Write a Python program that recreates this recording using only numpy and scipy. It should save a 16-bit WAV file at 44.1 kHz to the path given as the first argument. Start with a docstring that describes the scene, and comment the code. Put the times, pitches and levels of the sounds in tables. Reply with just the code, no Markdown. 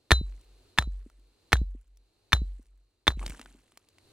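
"""Hammer on a hillside rock

A steel hammer strikes a hard rock five times on an open hillside, close to the microphone.
Each blow is a tick and a crack of crushed stone, ringing steel, and a low thump as the rock shudders.
The rock knocks back into place, and stones settle. Every blow loosens gravel, built from tiny pitched grains;
after the last, many chips click and patter over the scree. Faint air hisses behind, made of coloured noise."""
import sys
import numpy as np
from scipy import signal
from scipy.fft import rfft, irfft, next_fast_len
from scipy.io import wavfile
from scipy.ndimage import uniform_filter1d

SR = 44100
rng = np.random.default_rng(int(sys.argv[2]) if len(sys.argv) > 2 else 0)


def log_audio(samples):
    """Write samples as a 16-bit WAV file to the path given in sys.argv[1]."""
    # one column per channel
    frames = np.atleast_2d(samples).T
    # limit to full scale, then quantise
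    limited = np.clip(frames, -1, 1)
    pcm = np.round(limited * 32767).astype(np.int16)
    wavfile.write(sys.argv[1], SR, pcm)


N = 181692  # length in samples

CLANK_HZ, CLANK_WIDTH_HZ = 3580, 300  # head resonance; its strength depends on how squarely the blow lands
BODY_HZ, BODY_WIDTH_HZ = 480, 450  # hollow note of the rock; its strength depends on where the blow lands
LEAD_S = 0.0092  # the tick comes this long before the crack
MODES_OVER_THUMP_DB = 12  # the heavier the blow, the louder the short modes
SPRAY_UNDER_CRACK_DB = -32
KNOCK_UNDER_SHUDDER_DB = -3.5  # the harder the rock shakes, the harder it drops back

# The five blows; levels are relative, each layer adds its own gain:
# (time [s], crack level [dB], light tick level [dB], steel ring level [dB], ring hold [s],
#  thump level [dB], shudder level [dB], clank of the head [dB], hollow body [dB],
#  delay until the rock drops back [s], loosened gravel level [dB])
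BLOWS = [(0.1167, -1.5, -8.5, -24, 0.05, -8.5, -20, 17, 6, 0.095, -71),
         (0.786, -4.5, -22, -36, 0.022, -18.5, -27.5, 16, -5.5, 0.087, -72.5),
         (1.5297, -3.5, -19, -38.5, 0.014, -12, -19.5, 3.5, 1, 0.085, -78),
         (2.3307, -3.5, -18.5, -30, 0.0094, -13, -22, 17, -10, .086, -75),
         (3.0788, -2.5, -15, -33, 0.0023, -18, -29, 25.5, 7, 0.093, -55.5)]


def hammer(thump_lag=0.004, rumble_lag=0.037, tick_ring=1.7):
    """Each blow ticks, cracks and rings; the ground answers low, and the rock drops back."""
    out = np.zeros((2, N))
    long_t = np.arange(SR) / SR
    t = long_t[:16384]
    for (s, crack_db, tick_db, ring_db, hold, thump_db, shudder_db,
         clank_db, body_db, drop_s, _) in BLOWS:
        accents = [(CLANK_HZ, CLANK_WIDTH_HZ, clank_db), (BODY_HZ, BODY_WIDTH_HZ, body_db)]
        # Soft tick ahead
        add(out, s - LEAD_S, amp(tick_db) * tick(accents))
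        add(out, s - LEAD_S, amp(tick_db) * tick_ring * modes(t))
        add(out, s - LEAD_S, amp(tick_db + clank_db) * clang(t))
        # Loud crack
        add(out, s, amp(crack_db) * crack(accents))
        add(out, s, amp(crack_db) * skid(accents))
        add(out, s, amp(thump_db + MODES_OVER_THUMP_DB) * modes(t))
        add(out, s, amp(ring_db) * ring(t, hold))
        add(out, s, amp(crack_db + SPRAY_UNDER_CRACK_DB) * spray(t))
        # Answer of the ground
        add(out, s + thump_lag, thump(t, thump_db, shudder_db))
        add(out, s + rumble_lag, rumble(long_t))
        add(out, s + drop_s, knock(shudder_db + KNOCK_UNDER_SHUDDER_DB))
    return out


# Basic tone colour of the crack and the tick: (frequency [Hz], level [dB])
CRACK_COLOUR = [(60, -12), (160, -6.5), (300, -2), (550, -12), (900, -3), (1500, -1.5), (2200, -3.5),
                (2800, -9.5), (4400, -15), (6000, -15), (9000, -22), (13000, -22), (16000, -39)]
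# Broad resonances that colour both: (frequency [Hz], width [Hz], boost [dB])
CRACK_RESONANCES = [(1810, 130, 7), (4320, 480, 5)]


def crack(accents, bright_db=-0.28, crack_db=14.5, crush_s=0.002):
    """Steel crushes the stone surface for a few milliseconds."""
    sound = click(CRACK_COLOUR, bright_db, crush_s, 5500, CRACK_RESONANCES + accents)
    return amp(crack_db) * ports(sound)


def tick(accents, bright_db=-0.4, tick_db=14, crush_s=0.003):
    """A lighter, scratchier tick makes each blow sound doubled."""
    sound = click(CRACK_COLOUR, bright_db, crush_s, 2600, CRACK_RESONANCES + accents)
    return amp(tick_db) * ports(sound)


def skid(accents, count=3, first_s=.0006, last_s=0.0036, level_db=-9, fall_db_per_s=1500):
    """The face skids on the rough stone and bites again a few times within milliseconds."""
    out = np.zeros((2, SR // 8))
    for k, when in enumerate(rng.random(count)):
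        late = first_s + (last_s - first_s) * (k + when) / count
        add(out, late, amp(level_db - fall_db_per_s * late) * crack(accents))
    return out


def clang(t, head_db=-30, head_t60=.04, gap=-1.3):
    """A short steely ring starts with the tick, just ahead of the crack."""
    lead = np.array([[gap], [0]])  # radians, left and right
    level = amp(head_db - 60 * t / head_t60) * (1 - np.exp(-t / 0.00084))
    return level * np.sin(2 * np.pi * CLANK_HZ * t + lead)


# Short notes of hammer head and rock:
# (frequency [Hz], relative level [dB], time to fall by 60 dB [s], left-right phase [rad])
MODES = [(1060, -33.5, .07, -3), (1560, -36, .06, -0.58), (1670, -27.5, .05, -1.35), (1742, -20, .03, 0),
         (3290, -32.5, 0.057, -1.47), (3890, -29.5, 0.035, -0.2), (3750, -36.5, .1, -1),
         (4230, -26, .04, 0), (6040, -38.5, 0.14, 3), (8250, -48.5, 0.096, 1), (9960, -26.5, 0.046, -2.5),
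         (11887, -37.5, 0.035, -1.5)]


def modes(t):
    """Hammer head and rock ring in short notes that are not multiples of one another."""
    side = np.array([[.5], [-.5]])
    total = 0
    for hz, db, t60, gap in MODES:
        phase = rng.uniform(0, 2 * np.pi) + side * gap
        total = total + amp(db - 60 * t / t60) * np.sin(2 * np.pi * hz * t + phase)
    return total


def ring(t, hold, ring_hz=4008, t60=.16, swell_s=0.015, gap=-1.1, twin_hz=3993, twin=0.11):
    """The long steel note, a close pair of modes, swells, holds, and is damped by the hand."""
    fade_db = -60 * (np.hypot(t, hold) - hold) / t60  # nearly flat at first, then steady decay
    lead = np.array([[gap], [0]])
    main = np.sin(2 * np.pi * ring_hz * t + lead)
    second = np.sin(2 * np.pi * twin_hz * t + lead + rng.uniform(0, 2 * np.pi))
    return amp(fade_db) * (1 - np.exp(-t / swell_s)) * (main + twin * second)


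# Tone colour of the grit spray: (frequency [Hz], level [dB])
SPRAY_COLOUR = [(100, 5.5), (250, 1), (600, 1.5), (1700, -4), (2600, -15.5), (3700, -2.5), (5200, -14.5),
                (8000, -17.5), (11000, -25), (12700, -15), (16000, -31.5)]


def spray(t, t60=.115, apart=0.12, lumpy_db=5.5):
    """Grit and scatter from the nearby stones fade unevenly just after the crack."""
    lumps = unit(uniform_filter1d(rng.standard_normal(len(t)), size=120))
    level = amp(lumpy_db * lumps - 60 * t / t60) * (1 - np.exp(-t / 0.00033))
    return wide(SPRAY_COLOUR, len(t), apart) * level


def thump(t, db, shudder_db, low_hz=56, start_hz=38, sag_s=0.011, t60=0.062, rise_s=0.0037,
          settle_s=0.085, shudder_hz=57, build_s=0.031):
    """The rock is driven into its bed with a falling low note, then shudders until it settles."""
    turns = np.cumsum(low_hz + start_hz * np.exp(-t / sag_s)) / SR  # starts at the sum of both pitches
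    push = 2 * amp(db - 60 * t / t60) * (1 - np.exp(-t / rise_s)) * np.sin(2 * np.pi * turns)
    window = (1 - np.exp(-(t / build_s) ** 2)) * np.exp(-(t / settle_s) ** 6)
    shudder = amp(shudder_db) * window * np.sin(2 * np.pi * shudder_hz * t + 2.3)
    return push + shudder


def rumble(t, hz=46.4, beat_hz=3.55, db=-22, t60=0.74):
    """A deep beating after-sound follows each blow."""
    beat = np.sin(np.pi * beat_hz * t)
    return amp(db - 60 * t / t60) * beat * np.sin(2 * np.pi * hz * t)


def knock(db, t60=0.03, rise_s=0.002, glide_s=0.0025, first_hz=370, light_hz=240, heavy_hz=113,
          thud_hz=65, thud=0.67, level_db=3):
    """A dull knock drops in pitch as the stone presses into soil; a heavy one sinks lower and thuds."""
    t = np.arange(SR // 4) / SR
    light_db, heavy_db, thud_t60 = -38, -36.5, .11
    heft = np.clip((db - light_db) / (heavy_db - light_db), 0, 1)  # 0 light, 1 heavy
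    last_hz = light_hz + heft * (heavy_hz - light_hz)
    turns = np.cumsum(last_hz + (first_hz - last_hz) * np.exp(-t / glide_s)) / SR
    note = -np.sin(2 * np.pi * turns) * amp(-60 * t / t60)
    low_thud = heft * thud * np.sin(2 * np.pi * thud_hz * t) * amp(-60 * t / thud_t60)
    return amp(db + level_db) * (note + low_thud) * (1 - np.exp(-(t / rise_s) ** 2))


# Later dull knocks: the rock settling again after blows two to four, then stones landing in the slide; knock()
# adds its own gain: (time [s], level [dB])
LATER_KNOCKS = [(1.0617, -38), (1.748, -38), (2.594, -43.5), (3.2648, -35), (3.2971, -35), (3.352, -53),
                (3.397, -39), (3.547, -45)]


def knocks():
    """The rock settles again with a softer knock, and stones land with dull knocks, a moment after the blows."""
    out = np.zeros((2, N))
    for s, db in LATER_KNOCKS:
        add(out, s, knock(db))
    return out


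# The largest chips landing; chip() adds its own gain and shapes the treble:
# (time [s], level [dB], pitch [Hz], relative treble [dB])
LANDING_CHIPS = [(0.323, -51.5, 1970, -10), (0.8234, -22.5, 1300, -10.5), (1.1, -48.5, 1370, -11),
                 (1.555, -20, 1630, -28), (1.568, -30.5, 3600, -7.5), (1.972, -47.5, 5940, 2),
                 (2.657, -56.5, 1995, -2), (3.1042, -23.5, 1700, -21), (3.194, -31.5, 2160, -7),
                 (3.214, -32, 1090, -23), (3.228, -28, 1160, -14), (3.237, -30, 870, -34),
                 (3.263, -20, 3550, -3), (3.279, -30, 2210, -4), (3.297, -27.5, 1960, 1.5),
                 (3.305, -31.5, 2280, -4.5), (3.321, -36, 1530, -9), (3.3472, -37, 1660, -21),
                 (3.3948, -31, 1290, -7), (3.414, -30.5, 1970, -4), (3.459, -34, 1480, -10.5),
                 (3.72, -46.5, 1188, -3.5), (3.774, -33, 1155, -1), (3.887, -45, 4730, 0.5),
                 (3.984, -42.5, 2370, -4.5)]


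def chips():
    """The largest chips land one by one, each with its own click."""
    out = np.zeros((2, N))
    for s, db, hz, treble_db in LANDING_CHIPS:
        add(out, s, chip(db, hz, treble_db))
    return out


def chip(db, hz, treble_db, level_db=9, bass_db=-13, crush_s=.0014, clack_db=9, clack_width=0.15):
    """A chip clicks with one broad resonance set by its size."""
    spectrum = [(60, bass_db), (hz / 2, bass_db + 9.5), (hz, -3),
                (hz * 2, treble_db - 1.0), (16000, 2 * treble_db - 2.5)]
    resonance = [(hz, clack_width * hz, clack_db)]
    return amp(db + level_db) * ports(click(spectrum, 0, crush_s, 3100, resonance))


def pebbles(blows, count, first_s, last_s, over_gravel_db, spread_db, low_hz, high_hz, treble_db):
    """Small pebbles bounce at random among the gravel of each blow, and weaken as it does."""
    out = np.zeros((2, N))
    for s, *_, gravel_db in blows:
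        for k, (when, size, pitch) in enumerate(rng.random((count, 3))):
            age = first_s + (last_s - first_s) * (k + when) / count
            db = gravel_db + slide_db(age) + over_gravel_db - spread_db * size
            hz = low_hz * (high_hz / low_hz) ** pitch
            add(out, s + age, chip(db, hz, treble_db))
    return out


# Tone colour of the gravel: (frequency [Hz], level [dB])
GRAVEL_COLOUR = [(80, 2.5), (250, 10.5), (600, -3.5), (1400, -4), (3000, -4), (5000, -11.5), (8000, -5.5),
                 (12000, -11.5), (16000, -20)]


def gravel():
    """Tiny grains of many sizes, each with a brief pitch, trickle down the scree over a soft wash."""
    per_s, spread_db, cycles, wash = 1300, 4.5, 2.5, .4
    pitches, t = np.geomspace(250, 14000, 28), np.arange(1500) / SR
    grains = np.zeros(N)
    for hz in pitches:
        # Small, high grains are commoner
        count = int(per_s * N / SR * np.sqrt(hz) / np.sqrt(pitches).sum())
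        strength = amp(spread_db * np.minimum(rng.exponential(1, count), 3))
        falls = np.zeros(N)
        falls[rng.integers(0, N, count)] = strength * rng.choice([-1, 1], count)
        grain = np.sin(2 * np.pi * hz * t) * np.exp(-hz * t / cycles)
        grains += np.sqrt(hz) * unit(signal.oaconvolve(falls, grain)[:N])
    time = np.arange(N) / SR
    slides = [amp(gravel_db + slide_db(time - s)) for s, *_, gravel_db in BLOWS]
    level = np.max(slides, axis=0)  # the loudest slide wins
    return (ports(colour(grains, GRAVEL_COLOUR)) + wash * wide(GRAVEL_COLOUR, N, apart=1.0)) * level


def slide_db(age):
    """Gravel starts after a blow, gathers, runs, then dies away to a slow trickle; returns dB."""
    delay_s, rise_s, hold_s = 0.068, 0.065, 0.24  # the hold is counted from the blow
    fall_db_per_s, trickle_db, trickle_fall_db_per_s = 76, -16, 9.5
    rise = np.clip((age - delay_s) / rise_s, 1e-3, 1)
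    late = np.maximum(age - hold_s, 0)
    slide = amp(-fall_db_per_s * late)
    trickle = amp(trickle_db - trickle_fall_db_per_s * late)
    return 20 * np.log10(rise ** 2 * (slide + trickle))


# Background air before the gain of air(): (time [s], level [dB])
AIR_LEVEL = [(0.0, -79.5), (0.69, -71.5), (1.05, -83.5), (1.6, -72), (1.76, -94.5), (2.06, -82),
             (2.24, -78.5), (2.45, -74), (2.64, -89), (3.03, -85), (3.7, -81.5), (3.754, -86), (4.12, -69)]
# Tone colour of the air: (frequency [Hz], level [dB])
AIR_COLOUR = [(50, -8.5), (100, 2.5), (170, -16), (350, -4.5), (600, -14.5), (1000, -20), (2000, -25.5),
              (2750, -20.5), (3300, -24.5), (4200, -13.5), (5200, -26.5), (9000, -28), (12000, -29.5),
              (16000, -40.5)]


def air(apart=1.0, level_db=5.5):
    """Faint outdoor hiss, made of coloured noise, swells and sinks."""
    level = level_db + np.interp(np.arange(N) / SR, *np.transpose(AIR_LEVEL))
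    return wide(AIR_COLOUR, N, apart) * amp(level)


def click(spectrum, tilt_db, crush_s, gritty_hz, body, slow_s=.0011, slow_hz=1400, size=4096):
    """A contact: one push below gritty_hz, a short burst of crushing grains above it; energy 1."""
    hz, t = np.fft.rfftfreq(size, 1 / SR), np.arange(size) / SR
    peaks_db = sum(db / (1 + (2 * (hz - f) / width) ** 2) for f, width, db in body)
    tilt = tilt_db * np.log2((hz + 100) / 2000)
    log_gain = np.log(amp(read(spectrum, hz) + peaks_db + tilt))
    # Minimum phase: the response begins at the contact, never before it
    mirrored = np.r_[log_gain, log_gain[-2:0:-1]]
    causal = np.exp(np.conj(signal.hilbert(mirrored)))[:len(hz)]
    lag_s = slow_s * np.exp(-hz / slow_hz)  # low notes build up a little later
    shape = irfft(causal * np.exp(-2j * np.pi * np.cumsum(lag_s) * hz[1]))
    grains = rng.standard_normal(size) * np.sqrt(t) * np.exp(-t / crush_s)
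    grains = grains / np.linalg.norm(grains)
    force = signal.lfilter(*signal.butter(2, gritty_hz, "high", fs=SR), grains)
    force += signal.lfilter(*signal.butter(2, gritty_hz, fs=SR), signal.unit_impulse(size))
    sound = signal.fftconvolve(force, shape[:size // 2])[:size]
    return sound / np.linalg.norm(sound)


def wide(spectrum, size, apart, from_hz=400):
    """Coloured noise whose bass is mostly shared by both ports and whose treble partly differs."""
    shared, left, right = (colour(rng.standard_normal(size), spectrum) for _ in range(3))
    highpass = signal.butter(1, from_hz, "high", fs=SR)
    return ports(shared) + apart * signal.lfilter(*highpass, [left, right])


# Phase gap between the two microphone ports: (frequency [Hz], lead of the left [rad])
PORT_PHASE = [(300, 0), (1000, .1), (2000, -.2), (3600, -1.35), (5500, -1.1), (9000, -1.1), (12500, -2.7),
              (16000, -2.8)]


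def ports(x):
    """Two microphone ports hear the same sound with a phase gap that varies with frequency."""
    size = 2 * next_fast_len(len(x))
    turn = np.exp(.5j * read(PORT_PHASE, np.fft.rfftfreq(size, 1 / SR)))
    return irfft(rfft(x, size) * np.array([turn, 1 / turn]))[:, :len(x)]


def colour(x, spectrum):
    """Filters a sound by a spectrum, to rms 1."""
    size = next_fast_len(len(x))
    gain = amp(read(spectrum, np.fft.rfftfreq(size, 1 / SR)))
    return unit(irfft(rfft(x, size) * gain, size)[:len(x)])


def read(points, hz):
    """Joins points by straight lines on a log-frequency axis."""
    f, value = np.transpose(points)
    return np.interp(np.log(hz + 1), np.log(f + 1), value)


def amp(db):
    """Turns decibels into a plain factor."""
    return 10 ** (np.asarray(db) / 20)


def unit(x):
    """Scales a sound to rms 1."""
    return x / np.sqrt(np.mean(x ** 2) + 1e-20)


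def add(mix, s, sound):
    """Adds a sound to the mix at s seconds, cut off at the end of the mix."""
    part = mix[:, round(s * SR):][:, :sound.shape[-1]]
    part += sound[..., :part.shape[1]]


def scene():
    """Sums the blows, falling stones, gravel and air."""
    strays = pebbles(BLOWS[:-1], count=3, first_s=0.24, last_s=.5, over_gravel_db=25.5,
                     spread_db=0.5, low_hz=1170, high_hz=7200, treble_db=7.5)
    shower = pebbles(BLOWS[-1:], count=14, first_s=.11, last_s=0.18, over_gravel_db=10,
                     spread_db=14, low_hz=810, high_hz=3530, treble_db=-9.5)
    return hammer() + knocks() + chips() + strays + shower + gravel() + air()


def record(dry):
    """The loudest peaks are rounded off; then a low-pass filter limits the band."""
    ceiling, edge_hz = .9, 16500
    held = dry / (1 + (dry / ceiling) ** 6) ** (1 / 6)
    lowpass = signal.firwin(511, edge_hz, window=("kaiser", 9), fs=SR)
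    return signal.oaconvolve(held, lowpass[None], "same")


dry = scene()
out = record(dry)
log_audio(out)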